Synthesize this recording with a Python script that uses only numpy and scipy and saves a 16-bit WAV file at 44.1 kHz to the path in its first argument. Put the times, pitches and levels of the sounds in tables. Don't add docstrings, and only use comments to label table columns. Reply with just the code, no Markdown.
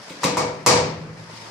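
import sys
import numpy as np
from scipy import signal
from scipy.io import wavfile
from scipy.ndimage import uniform_filter1d

SR = 44100
rng = np.random.default_rng(int(sys.argv[2]) if len(sys.argv) > 2 else 0)


def voltage_ratio(decibels):
    exponent = np.asarray(decibels, float) / 20
    return 10 ** exponent


def to_wav(sig):
    pcm = np.clip(np.atleast_2d(sig), -1, 1) * 32767
    pcm = np.round(pcm).astype(np.int16)
    wavfile.write(sys.argv[1], SR, pcm.T)


N = 66150

# frequency in Hz, relative spectrum level in dB.
CRACK_SPECTRUM = [(500, -62.5), (900, 5.5), (1500, 2.5), (2270, 1), (2900, -9), (3500, -10), (4200, -2.5),
                  (5000, 0.5), (6000, 1), (8000, -1), (10400, -6.5), (12700, -27), (14600, -49.5)]
STRIKE_RISE_S = 0.00079


def evened(x):
    return x / np.sqrt(np.mean(x ** 2) + 1e-20)


def read(points, hz):
    f, value = np.transpose(points)
    return np.interp(np.log(hz + 1), np.log(f + 1), value)


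def add(mix, s, sound, pan_db=0):
    part = mix[:, round(s * SR):][:, :len(sound)]
    part += sound[:part.shape[1]] * voltage_ratio(np.array([[pan_db / 2], [-pan_db / 2]]))


def pair(frames, size, same, shape):
    hz = np.fft.rfftfreq(size, 1 / SR)
    a, b, c, d = rng.standard_normal((frames, len(hz), 4)).T
    same = np.clip(read(same, hz), 0, 1)[:, None]
    left = a + 1j * b
    right = same * left + np.sqrt(1 - same ** 2) * (c + 1j * d)
    spectra = np.array([left, right]) * shape(hz, np.arange(frames) * size / 4 / SR)
    return signal.istft(spectra, nperseg=size, noverlap=size * 3 // 4)[1]


def ring(modes, t, luck, rise_s):
    scatter_db = 1.2
    hz, db, t60 = np.transpose(modes)[:, :, None]
    db = db + scatter_db * luck[:len(modes), None]
    sines = voltage_ratio(db - 60 * t / t60) * np.sin(2 * np.pi * hz * t)
    return sines.sum(0) * (1 - np.exp(-t / rise_s))


def colour(x, db_of):
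    log = np.log(voltage_ratio(np.maximum(db_of(abs(np.fft.fftfreq(4096, 1 / SR))), -100)))
    taps = np.fft.ifft(np.exp(np.conj(signal.hilbert(log)))).real[:2048]
    return signal.fftconvolve(x, taps)[:len(x)]


def burst(spectrum, envelope):
    noise = rng.standard_normal(len(envelope))
    return evened(colour(noise, lambda hz: read(spectrum, hz))) * envelope


def blow(t):
    # frequency in Hz, relative magnitude in dB.
    push_spectrum = [(60, -10.5), (150, -1), (300, -2), (420, 2), (520, 7), (750, 3.5), (1000, 5),
                     (1500, -7), (3000, -15)]
    push_db, click_db = 25, 18.5
    impulse = 1. * (t == 0)
    push = voltage_ratio(push_db) * colour(impulse, lambda hz: read(push_spectrum, hz))
    click = colour(impulse, lambda hz: read(CRACK_SPECTRUM, hz))
    return push + voltage_ratio(click_db) * click / np.linalg.norm(click)


def crack(t):
    level_db, t60_s, rise_s = -5, 0.028, 0.00067
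    return burst(CRACK_SPECTRUM, voltage_ratio(level_db - 60 * t / t60_s) * (1 - np.exp(-t / rise_s)))


def shaft_and_door(t, shaft_luck, door_luck, thud_db):
    # frequency in Hz, relative level in dB, t60 in seconds.
    shaft_modes = [(490.9, -8, 0.44), (492.5, -11, 0.54), (402.3, -24, 0.28), (631, -28, 0.67),
                   (689.7, -21.5, 0.59), (830, -15, 0.24), (931, -14, 0.31), (1147.7, -27.5, 0.54),
                   (1190, -19, .4), (1333, -27.5, 0.58), (2220, -19, 0.41), (5780, -35, 0.42)]
    # frequency in Hz, relative level in dB, t60 in seconds.
    door_modes = [(102.8, -45, 1.6), (110.95, -26.5, 1.9), (155.1, -26, 1.08), (165.8, -29, 1.2),
                  (198, -27, 0.37), (298, -37, 0.8), (300, -44, 0.2), (398, -32, 0.77)]
    shaft_rise_s, door_rise_s = 0.028, 0.049
    door = voltage_ratio(thud_db) * ring(door_modes, t, door_luck, door_rise_s)
    return ring(shaft_modes, t, shaft_luck, shaft_rise_s) + door


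def knocks():
    # start in seconds, strength in dB, treble shelf in dB, door thud in dB,
    # left over right in dB.
    hits = [(.234, -14.5, -4, -3, 2.5), (.3703, -12, -9, -1, 1.7), (0.6629, -5, 0, 4, 1.65)]
    # frequency in Hz, relative level in dB, t60 in seconds.
    clank_modes = [(5800, -11.5, 0.0062), (4850, -15, 0.0077), (9440, -8.5, 0.0089)]
    # frequency in Hz, relative level in dB, t60 in seconds.
    tock_modes = [(979, 0, 0.032), (1094, -1, 0.026), (1137, -6.5, 0.043), (1245, -17, 0.014)]
    tock_rise_s, treble_hz, thud_hz = 0.0014, 1730, 400
    t = np.arange(SR) / SR
    tracks = np.zeros((4, 2, N))
    clanks, rings, tocks, near = tracks
    impact = blow(t)
    for s, db, treble_db, thud_db, pan_db in hits:
        luck = rng.standard_normal((3, 16))

        def hardness(hz):
            treble = treble_db / (1 + (treble_hz / (hz + 1)) ** 2)
            return treble + thud_db / (1 + (hz / thud_hz) ** 2)

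        clank = impact + ring(clank_modes, t, luck[0], STRIKE_RISE_S)
        add(clanks, s, voltage_ratio(db) * colour(clank, hardness), pan_db)
        add(near, s, voltage_ratio(db) * colour(crack(t), hardness), pan_db)
        add(rings, s, voltage_ratio(db) * shaft_and_door(t, luck[1], luck[2], thud_db), pan_db)
        add(tocks, s, voltage_ratio(db) * ring(tock_modes, t, luck[0], tock_rise_s), pan_db)
    return tracks


def rattles():
    # start in seconds, rattle level in dB, time to fall 20 dB in seconds,
    # bump delay in seconds, bump level in dB.
    shakes = [(0.0965, -40.5, 0.06, 0.00812, -27.5), (0.241, -21.5, 0.035, 0.00715, -10)]
    # frequency in Hz, relative spectrum level in dB.
    rattle_spectrum = [(500, -48), (1400, -9), (2200, 7.5), (3000, -1.5), (4000, 0.5), (5500, -4.5),
                       (7500, -5.5), (10000, -14), (13000, -20), (14600, -11)]
    # frequency in Hz, relative level in dB, t60 in seconds.
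    ping_modes = [(3890, 8.5, 0.019), (4420, -1.5, 0.0088), (3070, -2, 0.024)]
    # frequency in Hz, relative level in dB, t60 in seconds.
    bump_modes = [(183, -11, 0.13), (216.3, -1.5, 0.06), (283.7, 4.5, 0.052), (353, -7, 0.057),
                  (517.3, -3, 0.091)]
    pan_db, bump_rise_s = 2, 0.0052
    t = np.arange(SR) / SR
    tracks = np.zeros((4, 2, N))
    _, rings, noises, near = tracks
    for s, db, fall_s, delay, bump_db in shakes:
        add(noises, s, burst(rattle_spectrum, voltage_ratio(db - 20 * t / fall_s)), pan_db)
        ping = ring(ping_modes, t, rng.standard_normal(8), STRIKE_RISE_S)
        add(near, s, voltage_ratio(db) * ping, pan_db)
        bump = ring(bump_modes, t, rng.standard_normal(8), bump_rise_s)
        add(rings, s + delay, voltage_ratio(bump_db) * bump, pan_db)
    return tracks


def garage():
    # frequency in Hz, t60 in seconds.
    decay = [(100, 1.23), (200, 1.05), (500, 0.72), (1000, 0.52), (3000, 0.64), (6000, 0.45), (9000, 0.33),
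             (13000, 0.15)]
    # frequency in Hz, likeness from 0 to 1.
    likeness = [(60, 0.98), (150, 0.94), (370, 0.98), (600, 0.47), (920, 0.2), (2290, 0), (5700, 0)]
    first_echo_s, rise_s = 0.0024, 0.0016
    tail = pair(480, 512, likeness, lambda hz, t: voltage_ratio(-60 * t / read(decay, hz)[:, None]))
    t = np.arange(tail.shape[1]) / SR
    tail = tail * (1 - np.exp(-np.maximum(t - first_echo_s, 0) / rise_s))
    return tail / np.linalg.norm(tail[0])


def patchy_noise(spectrum, patch_db, flicker_db):
    # frequency in Hz, likeness from 0 to 1.
    likeness = [(60, 1), (180, 0.89), (530, 0.64), (1590, 0.031), (4750, 0.015), (14200, 0.03)]
    frames = N // 128 + 5
    patches = uniform_filter1d(rng.standard_normal((frames, 257)), 14, 0)
    patches = evened(uniform_filter1d(patches, 6, 1)).T
    flicker = evened(uniform_filter1d(rng.standard_normal(frames), 2))

    def shape(hz, t):
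        return voltage_ratio(read(spectrum, hz)[:, None] + patch_db * patches + flicker_db * flicker)

    return evened(pair(frames, 512, likeness, shape)[:, :N])


def rustle(t):
    # time in seconds, level in dB.
    movement = [(0, -47), (.09, -41.5), (.2, -45), (0.234, -32.5), (.3, -49.5), (1.15, -53.5),
                (1.178, -45.5), (1.2, -48.5), (1.27, -48), (1.352, -41.5), (1.43, -41), (1.5, -43)]
    # frequency in Hz, relative spectrum level in dB.
    rustle_spectrum = [(250, -51), (560, 3.5), (700, -3), (912, -1), (1200, -10.5), (2000, -2), (2760, -5),
                       (4000, -6), (5090, -0.5), (6500, -8.5), (10600, -19), (12000, -30.5), (14600, -31)]
    noise = patchy_noise(rustle_spectrum, patch_db=1.1, flicker_db=1.5)
    return voltage_ratio(np.interp(t, *np.transpose(movement))) * noise


def flutter(t):
    tones_hz, level_db, start_s, rise_s = (890, 935), -51, 1.25, 0.04
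    drift = np.cumsum(rng.standard_normal((2, N)), 1) * 0.007
    tones = np.sin(2 * np.pi * np.array(tones_hz)[:, None] * t + drift).sum(0)
    return voltage_ratio(level_db) * np.clip((t - start_s) / rise_s, 0, 1) * tones


def room_hiss():
    # frequency in Hz, relative spectrum level in dB.
    hiss_spectrum = [(25, -28), (60, -44), (120, 9), (200, -10), (518, -4.5), (812, -11.5), (937, -6),
                     (1730, -11), (2100, -12), (3120, -31), (4980, -29.5), (14600, -57)]
    level_db = -44
    return voltage_ratio(level_db) * patchy_noise(hiss_spectrum, patch_db=2.5, flicker_db=0)


def lean(x, table):
    left = colour(x[0], lambda hz: read(table, hz) / 2)
    right = colour(x[1], lambda hz: -read(table, hz) / 2)
    return np.array([left, right])


def scene():
    # frequency in Hz, left minus right in dB.
    hardware_lean = [(60, 0), (110, -2.5), (200, -2), (370, 1.5), (680, -3.5), (1250, 1), (2290, 2.5),
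                     (4210, 7), (7730, -6.5), (14200, -5.5)]
    # frequency in Hz, left minus right in dB.
    background_lean = [(60, 3.5), (240, 3), (920, 0.5), (3620, 5), (14200, -6.5)]
    clank_room_db, ring_room_db, tock_room_db = 6.5, -6.5, -0.5
    clank_direct_db = -8
    t = np.arange(N) / SR
    clanks, rings, tocks, near = knocks() + rattles()
    send = voltage_ratio(clank_room_db) * clanks + voltage_ratio(ring_room_db) * rings + voltage_ratio(tock_room_db) * tocks
    echo = signal.fftconvolve(send, garage(), axes=1)[:, :N]
    direct = voltage_ratio(clank_direct_db) * clanks + rings + tocks + near
    background = rustle(t) + room_hiss()
    return lean(direct + echo, hardware_lean) + lean(background, background_lean) + flutter(t)


def band_limit(x):
    return signal.sosfilt(signal.butter(12, 14780, fs=SR, output="sos"), x)


def record(dry):
    low_cut_hz, edge_hz = 58, 14700
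    knee_db, share, back_db_per_s = -13, 0.63, 82
    cut = signal.sosfilt(signal.butter(3, low_cut_hz, "high", fs=SR, output="sos"), dry)
    power_db = 10 * np.log10(abs(uniform_filter1d((cut ** 2).mean(0), 89)) + 1e-12)
    back = np.arange(N) * back_db_per_s / SR
    over_db = np.maximum.accumulate(share * (power_db - knee_db) + back) - back
    held = cut / voltage_ratio(uniform_filter1d(np.maximum(over_db, 0), 45))
    low_pass = signal.firwin(511, edge_hz, window=("kaiser", 9), fs=SR)
    edged = signal.oaconvolve(held, low_pass[None], "same")
    return band_limit(np.clip(edged, -1, 1))


dry = scene()
out = record(dry)
to_wav(out)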